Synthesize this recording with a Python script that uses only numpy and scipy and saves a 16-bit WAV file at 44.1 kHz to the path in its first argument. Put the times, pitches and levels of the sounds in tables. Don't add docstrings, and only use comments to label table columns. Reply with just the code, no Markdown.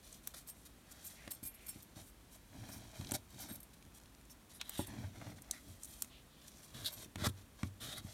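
import sys
import numpy as np
from scipy import signal
from scipy.fft import rfft, irfft, next_fast_len
from scipy.io import wavfile
from scipy.ndimage import map_coordinates

SR = 44100
rng = np.random.default_rng(int(sys.argv[2]) if len(sys.argv) > 2 else 0)


def unload_audio(sound):
    columns = np.transpose(np.atleast_2d(sound))
    steps = np.round(np.clip(columns, -1, 1) * 32767)
    wavfile.write(sys.argv[1], SR, steps.astype(np.int16))


N = 358533
TIME = np.arange(N) / SR


def undb(db):
    return 10 ** (np.asarray(db) / 20)


def unit(x):
    return x / np.sqrt(np.mean(x ** 2) + 1e-20)


def add(out, start, x):
    i = max(int(start * SR), 0)
    out[i:i + len(x)] += x[:max(N - i, 0)]


def colour(x, points):
    hz, db = np.transpose(points)
    size = next_fast_len(len(x) + 2048)
    f = np.maximum(np.fft.rfftfreq(size, 1 / SR), 1)
    gain = undb(np.interp(np.log(f), np.log(hz), db))
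    return irfft(rfft(x, size) * gain, size)[:len(x)]


def resonate(x, hz, q, stages=1):
    for _ in range(stages):
        x = signal.lfilter(*signal.iirpeak(hz, max(q, 4 * hz / SR), fs=SR), x)
    return x


def fade(t, t60):
    return np.exp(-np.log(1000) * t / t60)


def ring(modes, scatter_db, detune, size=13000):
    t = np.arange(size) / SR
    chance = rng.standard_normal((len(modes), 2))
    return sum(undb(db + scatter_db * a) * np.sin(2 * np.pi * hz * (1 + detune * b) * t) * fade(t, t60)
               for (hz, db, t60), (a, b) in zip(modes, chance))


def wander(rate, size):
    steps = rng.standard_normal(4096)
    return np.interp(np.arange(size) / SR * rate, np.arange(len(steps)), steps)


def stroke(start, length, attack, release):
    along = (TIME - start) / length
    return np.clip(np.minimum(along / attack, (1 - along) / release), 0, 1)


def friction(size, rate, spread_db, catch_db, hiss):
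    impulses = (rng.random(size) < rate / SR) * rng.choice([-1, 1], size)
    snaps = impulses * undb(spread_db * np.minimum(rng.exponential(size=size), 4))
    grains = unit(snaps) + hiss * rng.standard_normal(size)
    return unit(grains * undb(catch_db * wander(130, size)))


def hush(level_db=-62):
    # f/Hz, gain/dB
    spectrum = [(22, -56), (38, 2), (55, 7), (100, -4), (250, -2.5), (430, -12), (700, -15), (1200, -16.5),
                (2600, -20.5), (3800, -22), (5000, -25.5), (10000, -24.5), (14500, -27), (16000, -33.5)]
    return undb(level_db) * unit(colour(rng.standard_normal(N), spectrum))


def room(x, size=14000):
    t = np.arange(size) / SR
    diffuse = colour(rng.standard_normal(size), [(100, 1.5), (3000, -1), (15000, -9)])
    tail = diffuse * fade(t, t60=.11) * (t > .004)
    return x + undb(-17.5) * signal.fftconvolve(x, tail / np.linalg.norm(tail))[:N]


def swishes():
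    # t/s, duration/s, level/dB, centre f/Hz
    swings = [(.8, 0.45, -73, 1590), (1.14, 0.19, -64, 2050), (1.47, 0.36, -68, 2300),
              (6.085, 0.15, -63.5, 3200), (6.258, 0.27, -70.5, 3470), (6.47, 0.18, -74, 5600)]
    out = np.zeros(N)
    for start, length, db, hz in swings:
        cloth = resonate(rng.standard_normal(N), hz, q=1.8, stages=2)
        out += undb(db) * unit(cloth) * stroke(start, length, attack=.27, release=.38)
    return out


def bumps():
    # t/s, peak level/dB, cut-off f/Hz set by the softness of the contact
    knocks = [(1.276, -42, 605), (1.428, -42, 342.7), (1.759, -44.5, 354), (1.966, -42, 252),
              (2.997, -36.5, 265), (3.119, -31.5, 636), (3.145, -38, 405), (3.513, -39.5, 298),
              (4.793, -24.5, 820), (4.986, -36, 252), (5.035, -38, 122), (5.69, -48, 111),
              (7.157, -38.5, 244), (7.221, -30.5, 199), (7.268, -26.5, 201), (7.632, -26.5, 227),
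              (8.047, -38, 197)]
    # f/Hz, relative level/dB, T60/s
    desk_modes = [(59.7, -24, .14), (96.6, -9, 0.48), (117, 0.5, 0.17), (151, -11, 0.11),
                  (191.5, -3, 0.084), (234.6, 0, 0.074), (269, 1.5, 0.091), (311, 3, 0.077),
                  (373, -6, 0.18), (570, 2.5, 0.049), (700, -6, 0.058), (846, 2.5, 0.056),
                  (966, -1.5, 0.068), (1400, 2, 0.023)]
    out = np.zeros(N)
    for start, db, hz in knocks:
        blow = ring(desk_modes, scatter_db=1.2, detune=.01)
        knock = signal.sosfilt(signal.butter(2, [80, hz], "bandpass", fs=SR, output="sos"), blow)
        add(out, start, undb(db) * knock / np.abs(knock).max())
    return out


def bangles(size=13000):
    # t/s, duration/s, level/dB, scrape re ring/dB
    jingles = [(0.473, 0.03, -50.5, 2), (1.041, 0.027, -52.5, -6), (1.306, 0.017, -44.5, 4),
               (1.332, 0.018, -55.5, 3), (1.429, 0.018, -50, 0), (1.449, 0.035, -46.5, -5),
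               (1.539, 0.013, -59.5, -9), (1.663, 0.0078, -53.5, -1), (1.681, 0.027, -47, -8),
               (1.714, .008, -66, -3), (1.823, 0.0071, -58, 4), (2.067, 0.034, -66, 3),
               (2.684, 0.1, -62, 1), (3.302, .006, -68, 9), (3.4, 0.0236, -54, -1),
               (3.483, 0.048, -55.5, -14), (3.517, 0.028, -56, -20), (3.554, 0.0076, -52.5, 10),
               (3.602, 0.0066, -57.5, 5), (3.629, 0.0085, -58.5, 3), (4.777, 0.039, -50.5, -6),
               (4.865, 0.01, -53.5, 0), (6.919, 0.021, -52, -3)]
    # f/Hz, relative level/dB, T60/s
    hoop_modes = [(2410, -16.5, 0.097), (4560, -17.5, 0.076), (5440, -13, 0.1), (7640, -14, 0.11),
                  (8570, 3, 0.088), (9030, -13, 0.094), (9800, -7, .04), (11240, -4, 0.12),
                  (11200, -10, .05), (12650, 1.5, 0.11), (12530, 1, 0.053), (13310, -7, .04),
                  (13900, -9, .04), (14700, -2.5, 0.067), (15500, -6, .04)]
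    # f/Hz, gain/dB
    scrape_spectrum = [(2000, -13.5), (5000, -7), (8500, -1.5), (12500, 6.5), (16000, .5)]
    out, t = np.zeros(N), np.arange(size) / SR
    for start, length, db, scrape_db in jingles:
        touch = np.minimum(t / .0021, 1) * fade(np.maximum(t - length, 0), t60=.0095)
        chatter = touch * friction(size, rate=1800, spread_db=2.5, catch_db=2.5, hiss=.33)
        hoops = ring(hoop_modes, scatter_db=3, detune=.0015)
        metal = signal.fftconvolve(chatter, hoops)[:size]
        scrape = colour(chatter, scrape_spectrum)
        jingle = unit(unit(metal) + undb(scrape_db) * unit(scrape))
        sounding_share = (length + .015) * SR / size
        add(out, start, undb(db) * jingle * np.sqrt(sounding_share))
    return out


def ticks(size=3000):
    # t/s, peak level/dB, centre f/Hz, relative knock level/dB, nominal Q
    contacts = [(.126, -42.5, 7260, -33, 1.7), (0.2721, -27, 8750, -19, .45), (1.276, -38, 2000, -13, 0.29),
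                (3.01, -42, 4300, -4, 1.1), (3.0455, -41.5, 4260, -16, 1.1), (3.069, -41, 4220, -27, 2.3),
                (3.0895, -41.5, 5200, -14.5, .79), (3.1092, -32, 5640, -20.5, 0.91),
                (3.1177, -25.5, 8730, -16, 2.3), (4.6121, -28.5, 3130, -21, .65),
                (4.693, -28.5, 8850, -17.5, .66), (5.4194, -41.5, 8300, -25, 1.3),
                (5.5096, -22, 7150, -35, 1.44), (5.832, -35.5, 7900, -42, 1.9),
                (5.845, -39.5, 7940, -35, 1.7), (5.8527, -42, 9300, -38.5, 1.1),
                (6.0205, -24.5, 8200, -24, 0.99), (6.0444, -42.5, 7020, -12, 1.1),
                (6.4794, -42.5, 5680, -30, 0.79), (7.1561, -34.5, 3570, 8, 1.7),
                (7.6302, -31, 1530, -9, 1.2)]
    # f/Hz, gain/dB
    edge_spectrum = [(400, 11), (1800, 3), (2800, 2.5), (4000, 2), (5000, -5), (6200, 4), (7500, -0.5),
                     (9000, 3.5), (10800, 0), (13000, 7), (16000, 6.5)]
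    out, t = np.zeros(N), np.arange(size) / SR
    envelope = np.minimum(t / .002, 1) ** 2 * fade(t, t60=.015)
    for start, db, hz, knock_db, q in contacts:
        snap = colour(rng.standard_normal(size) * envelope, edge_spectrum)
        nail = unit(resonate(snap, hz, q, stages=2))
        finger = unit(resonate(snap, hz=2330, q=.34, stages=2))
        tick = nail + undb(knock_db + 7.5) * finger + undb(-16.5) * unit(snap)
        peak = np.sort(np.abs(tick))[-4:].mean()
        add(out, start, undb(db) * tick / peak)
    return out


def creaks():
    # start t/s, end t/s, nominal jerk rate/Hz, relative level/dB
    tightenings = [(2.619, 3.004, 76, -71), (3.8, 4.3, 31.6, -72.5), (6.4, 6.731, 35, -71)]
    # f/Hz, gain/dB
    coil_spectrum = [(500, -7), (2500, -2), (5800, -.5), (9000, -2.5), (15000, -19)]
    out, t = np.zeros(N), np.arange(400) / SR
    for start, end, rate, db in tightenings:
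        run = np.zeros(N)
        gaps, strengths = rng.standard_normal((64, 2)).T
        times = start + np.cumsum(np.exp(.5 * gaps)) / rate
        jerks = rng.standard_normal((64, len(t))) * fade(t, t60=.0093)
        for onset, strength, jerk in zip(times[times < end], strengths, jerks):
            add(run, onset, undb(2.4 * strength) * jerk)
        sounding_share = (end - start) * SR / N
        out += undb(db) * unit(colour(run, coil_spectrum)) * np.sqrt(sounding_share)
    return out


def slips():
    # t/s, duration/s, relative level/dB, place of the peak (0-1), tilt/(dB per octave),
    # zip re rasp/dB, zip f/Hz
    releases = [(.337, 0.018, -49, 0.5, 1.5, -26, 3900), (0.353, 0.049, -52, 0.3, 4, -28, 3850),
                (0.65, 0.026, -55, 0.5, 5.5, -27, 3850), (0.908, 0.023, -52.5, .5, 6.5, -9, 7000),
                (1.063, 0.02, -47, .7, 12, -5, 7360), (2.713, 0.047, -52.5, 0.35, 6, -6, 5450),
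                (3.135, 0.033, -37, 0.35, 4, -10, 660), (3.395, 0.093, -55.5, 0.26, 2.5, -8, 5760),
                (3.477, 0.054, -55.5, 0.67, -1.5, -10, 3760), (4.296, 0.036, -57, .4, 10, -6, 5800),
                (4.53, 0.059, -57, 0.36, 4, -3, 10800), (4.596, 0.028, -49, 0.85, -1.5, 4, 3400),
                (4.641, 0.07, -54.5, 1, 1, -4, 3560), (4.702, 0.16, -49, 0.5, 2, -5, 3340),
                (5.523, 0.081, -55, 0.18, 1, -6.5, 2010), (6.737, 0.18, -53.5, 0.03, 0.5, -6, 3470),
                (6.846, 0.012, -40.5, 0.1, 4, 2, 3740), (6.855, 0.037, -36, 0.18, 4.5, 2, 3920),
                (7.178, 0.076, -45.5, 0.8, -1.5, -14, 3760), (7.236, 0.022, -37, 0.8, -4, -8, 3780),
                (7.238, .04, -33.5, 0.73, -0.5, -7.5, 1210), (7.284, 0.019, -48.5, 0.3, 10, -5, 3500),
                (7.801, 0.096, -46.5, 0.33, 1.5, -7, 3450), (7.858, 0.095, -46.5, 0.8, 0.5, -4, 3620),
                (7.945, 0.064, -49.5, 0.43, 0.5, -4.5, 3820), (7.97, 0.019, -46.5, 0.7, 2, -7, 10700)]
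    # f/Hz, gain/dB
    spectrum = [(120, -27), (420, -1.5), (650, 9), (1000, 0.5), (1400, 9.5), (2100, 6), (2800, -4),
                (3700, 6), (4500, 3.5), (5900, 1), (9300, 0), (10400, -1.5), (13000, -2), (16000, -20)]
    out = np.zeros(N)
    for start, length, db, peak, tilt_db, zip_db, zip_hz in releases:
        size = int(length * SR)
        grains = friction(size, rate=1500, spread_db=1.5, catch_db=.5, hiss=.89)
        tilted = [(hz, gain_db + tilt_db * np.log2(hz / 4000)) for hz, gain_db in spectrum]
        rasp = unit(colour(grains, tilted))
        weave = unit(resonate(grains, zip_hz, q=2.5, stages=2))
        swell = np.sqrt(np.interp(np.linspace(0, 1, size), [0, np.clip(peak, .05, .95), 1], [0, 1, 0]))
        add(out, start, undb(db) * swell * unit(rasp + undb(zip_db) * weave))
    return out


def sliding(hold_db=-76, rest_db=-70.5):
    # t/s, duration/s, relative level/dB, grip (0 loose, 1 tight)
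    pulls = [(0.022, 0.19, -65.5, 0.45), (0.223, 0.11, -70, 0.2), (.37, 0.066, -71, 0.1),
             (0.462, .06, -69, 0.2), (.54, 0.18, -76.5, 0.05), (0.84, 0.6, -68, 0.67),
             (1.006, 0.16, -68.5, 0), (1.58, 0.27, -70, 0.2), (1.949, 0.082, -62.5, 0.63),
             (2.002, 0.1, -72, 0), (2.308, 0.073, -68.5, 0.13), (2.505, 0.44, -64, 0.86),
             (2.909, 0.32, -61.5, 0.78), (3.28, 0.32, -64, .65), (3.383, 0.071, -58, 0.6),
             (3.732, 0.018, -65, 0.47), (3.938, 0.055, -72.5, 0), (4.306, 0.032, -72, .1),
             (4.492, 0.041, -66, 0.54), (4.829, 0.31, -64, 1), (5.127, 0.23, -64, 0.94),
             (5.357, 0.042, -65, 0.7), (5.43, 0.088, -71, 1), (5.58, 0.23, -69.5, 0.37),
             (5.78, 0.33, -66.5, 0.15), (6.376, 0.4, -72, 0.46), (6.468, 0.032, -67, 0.3),
             (6.615, 0.053, -72.5, 0), (6.738, 0.26, -62.5, .5), (6.958, .11, -57, 0.52),
             (7.367, 0.069, -67.5, 0.89), (7.572, .12, -64, 0.72), (8.013, .15, -64, 0.6)]
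    # t/s, duration/s, relative level/dB
    drags = [(1.955, 0.094, -59.5), (2.503, 0.42, -51.5), (2.971, 0.23, -49.5), (3.314, 0.31, -55.5),
             (3.844, .05, -57), (4.855, 0.3, -47.5), (5.135, 0.3, -49.5), (5.62, 0.13, -57.5),
             (6.736, .15, -50), (6.937, 0.18, -55.5), (7.16, 0.16, -43), (7.624, 0.13, -59),
             (7.806, 0.24, -49.5)]
    # f/Hz, gain/dB
    braid_spectrum = [(1200, -44), (2400, -1), (2850, -6), (3150, 5), (3900, 4), (4300, 6), (4900, 0.5),
                      (6000, 3.5), (6450, 1), (7300, -2), (9500, -19), (14000, -46)]
    fibre_spectrum = [(4500, -32), (7000, -3.5), (8500, 0.5), (9800, 0.5), (10400, -3.5), (12000, 1),
                      (15000, -8.5), (16500, -22.5)]
    skin_spectrum = [(250, -2), (460, -3), (660, 4.5), (1000, 1.5), (1300, -3), (2000, 0.5), (2800, -10.5),
                     (4500, -30.5)]
    desk_spectrum = [(25, -26), (50, -2.5), (80, -9.5), (112, 7), (145, -8.5), (260, -1), (330, -6),
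                     (460, -18), (1000, -42.5)]
    rasp = sheen = skin = undb(hold_db)
    for start, length, db, grip in pulls:
        pull = undb(db) * stroke(start, length, attack=.18, release=.28)
        rasp = rasp + pull
        sheen = sheen + pull * undb(np.interp(grip, [0, 1], [8.5, -8]))
        skin = skin + pull * undb(np.interp(grip, [0, 1], [-16.5, 6]))
    weight = undb(rest_db)
    for start, length, db in drags:
        weight = weight + undb(db) * stroke(start, length, attack=.11, release=.27)
    strands = friction(N, rate=2500, spread_db=2, catch_db=2, hiss=.8)
    fibres = friction(N, rate=3500, spread_db=1.5, catch_db=2.2, hiss=.8) + .6 * strands
    palm = friction(N, rate=1500, spread_db=3, catch_db=4.5, hiss=1)
    drag = friction(N, rate=400, spread_db=3, catch_db=1.5, hiss=1)
    cord = rasp * unit(colour(strands, braid_spectrum)) + sheen * unit(colour(fibres, fibre_spectrum))
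    hands = skin * unit(colour(palm, skin_spectrum)) + weight * unit(colour(drag, desk_spectrum))
    uneven_db = 1.4 * wander(35, N)
    return (cord + hands) * undb(uneven_db - 2)


def rubbing():
    # f/Hz, Q, gain/dB
    resonances = [(613, 20, 1), (2450, 22, -6), (3320, 18, -11), (3830, 52, -6), (5730, 11, -7),
                  (7360, 66, -13), (9500, 21.8, -5)]
    # t/s, lag/ms
    echo_path = [(0, 1.7), (2.5, 1.24), (3.5, 1.32), (4.7, 1), (5.2, 1.4), (6.8, 1.79), (7.3, 2.06),
                 (8.13, 1.46)]
    source = sliding() + slips() + creaks()
    ringing = sum(undb(db) * resonate(source, hz, q) for hz, q, db in resonances)
    direct = undb(-2) * (source + ringing)
    lag_s = np.interp(TIME, *np.transpose(echo_path)) / 1000
    echo = map_coordinates(direct, [(TIME - lag_s) * SR], order=3)
    return direct + .35 * echo


def scene():
    handling = rubbing() + swishes() + ticks() + bangles() + bumps()
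    return (room(handling) + hush())[None]


def record(dry):
    top_hz = 16200
    return signal.sosfilt(signal.ellip(10, .2, 70, top_hz, fs=SR, output="sos"), dry)


dry = scene()
out = record(dry)
unload_audio(out)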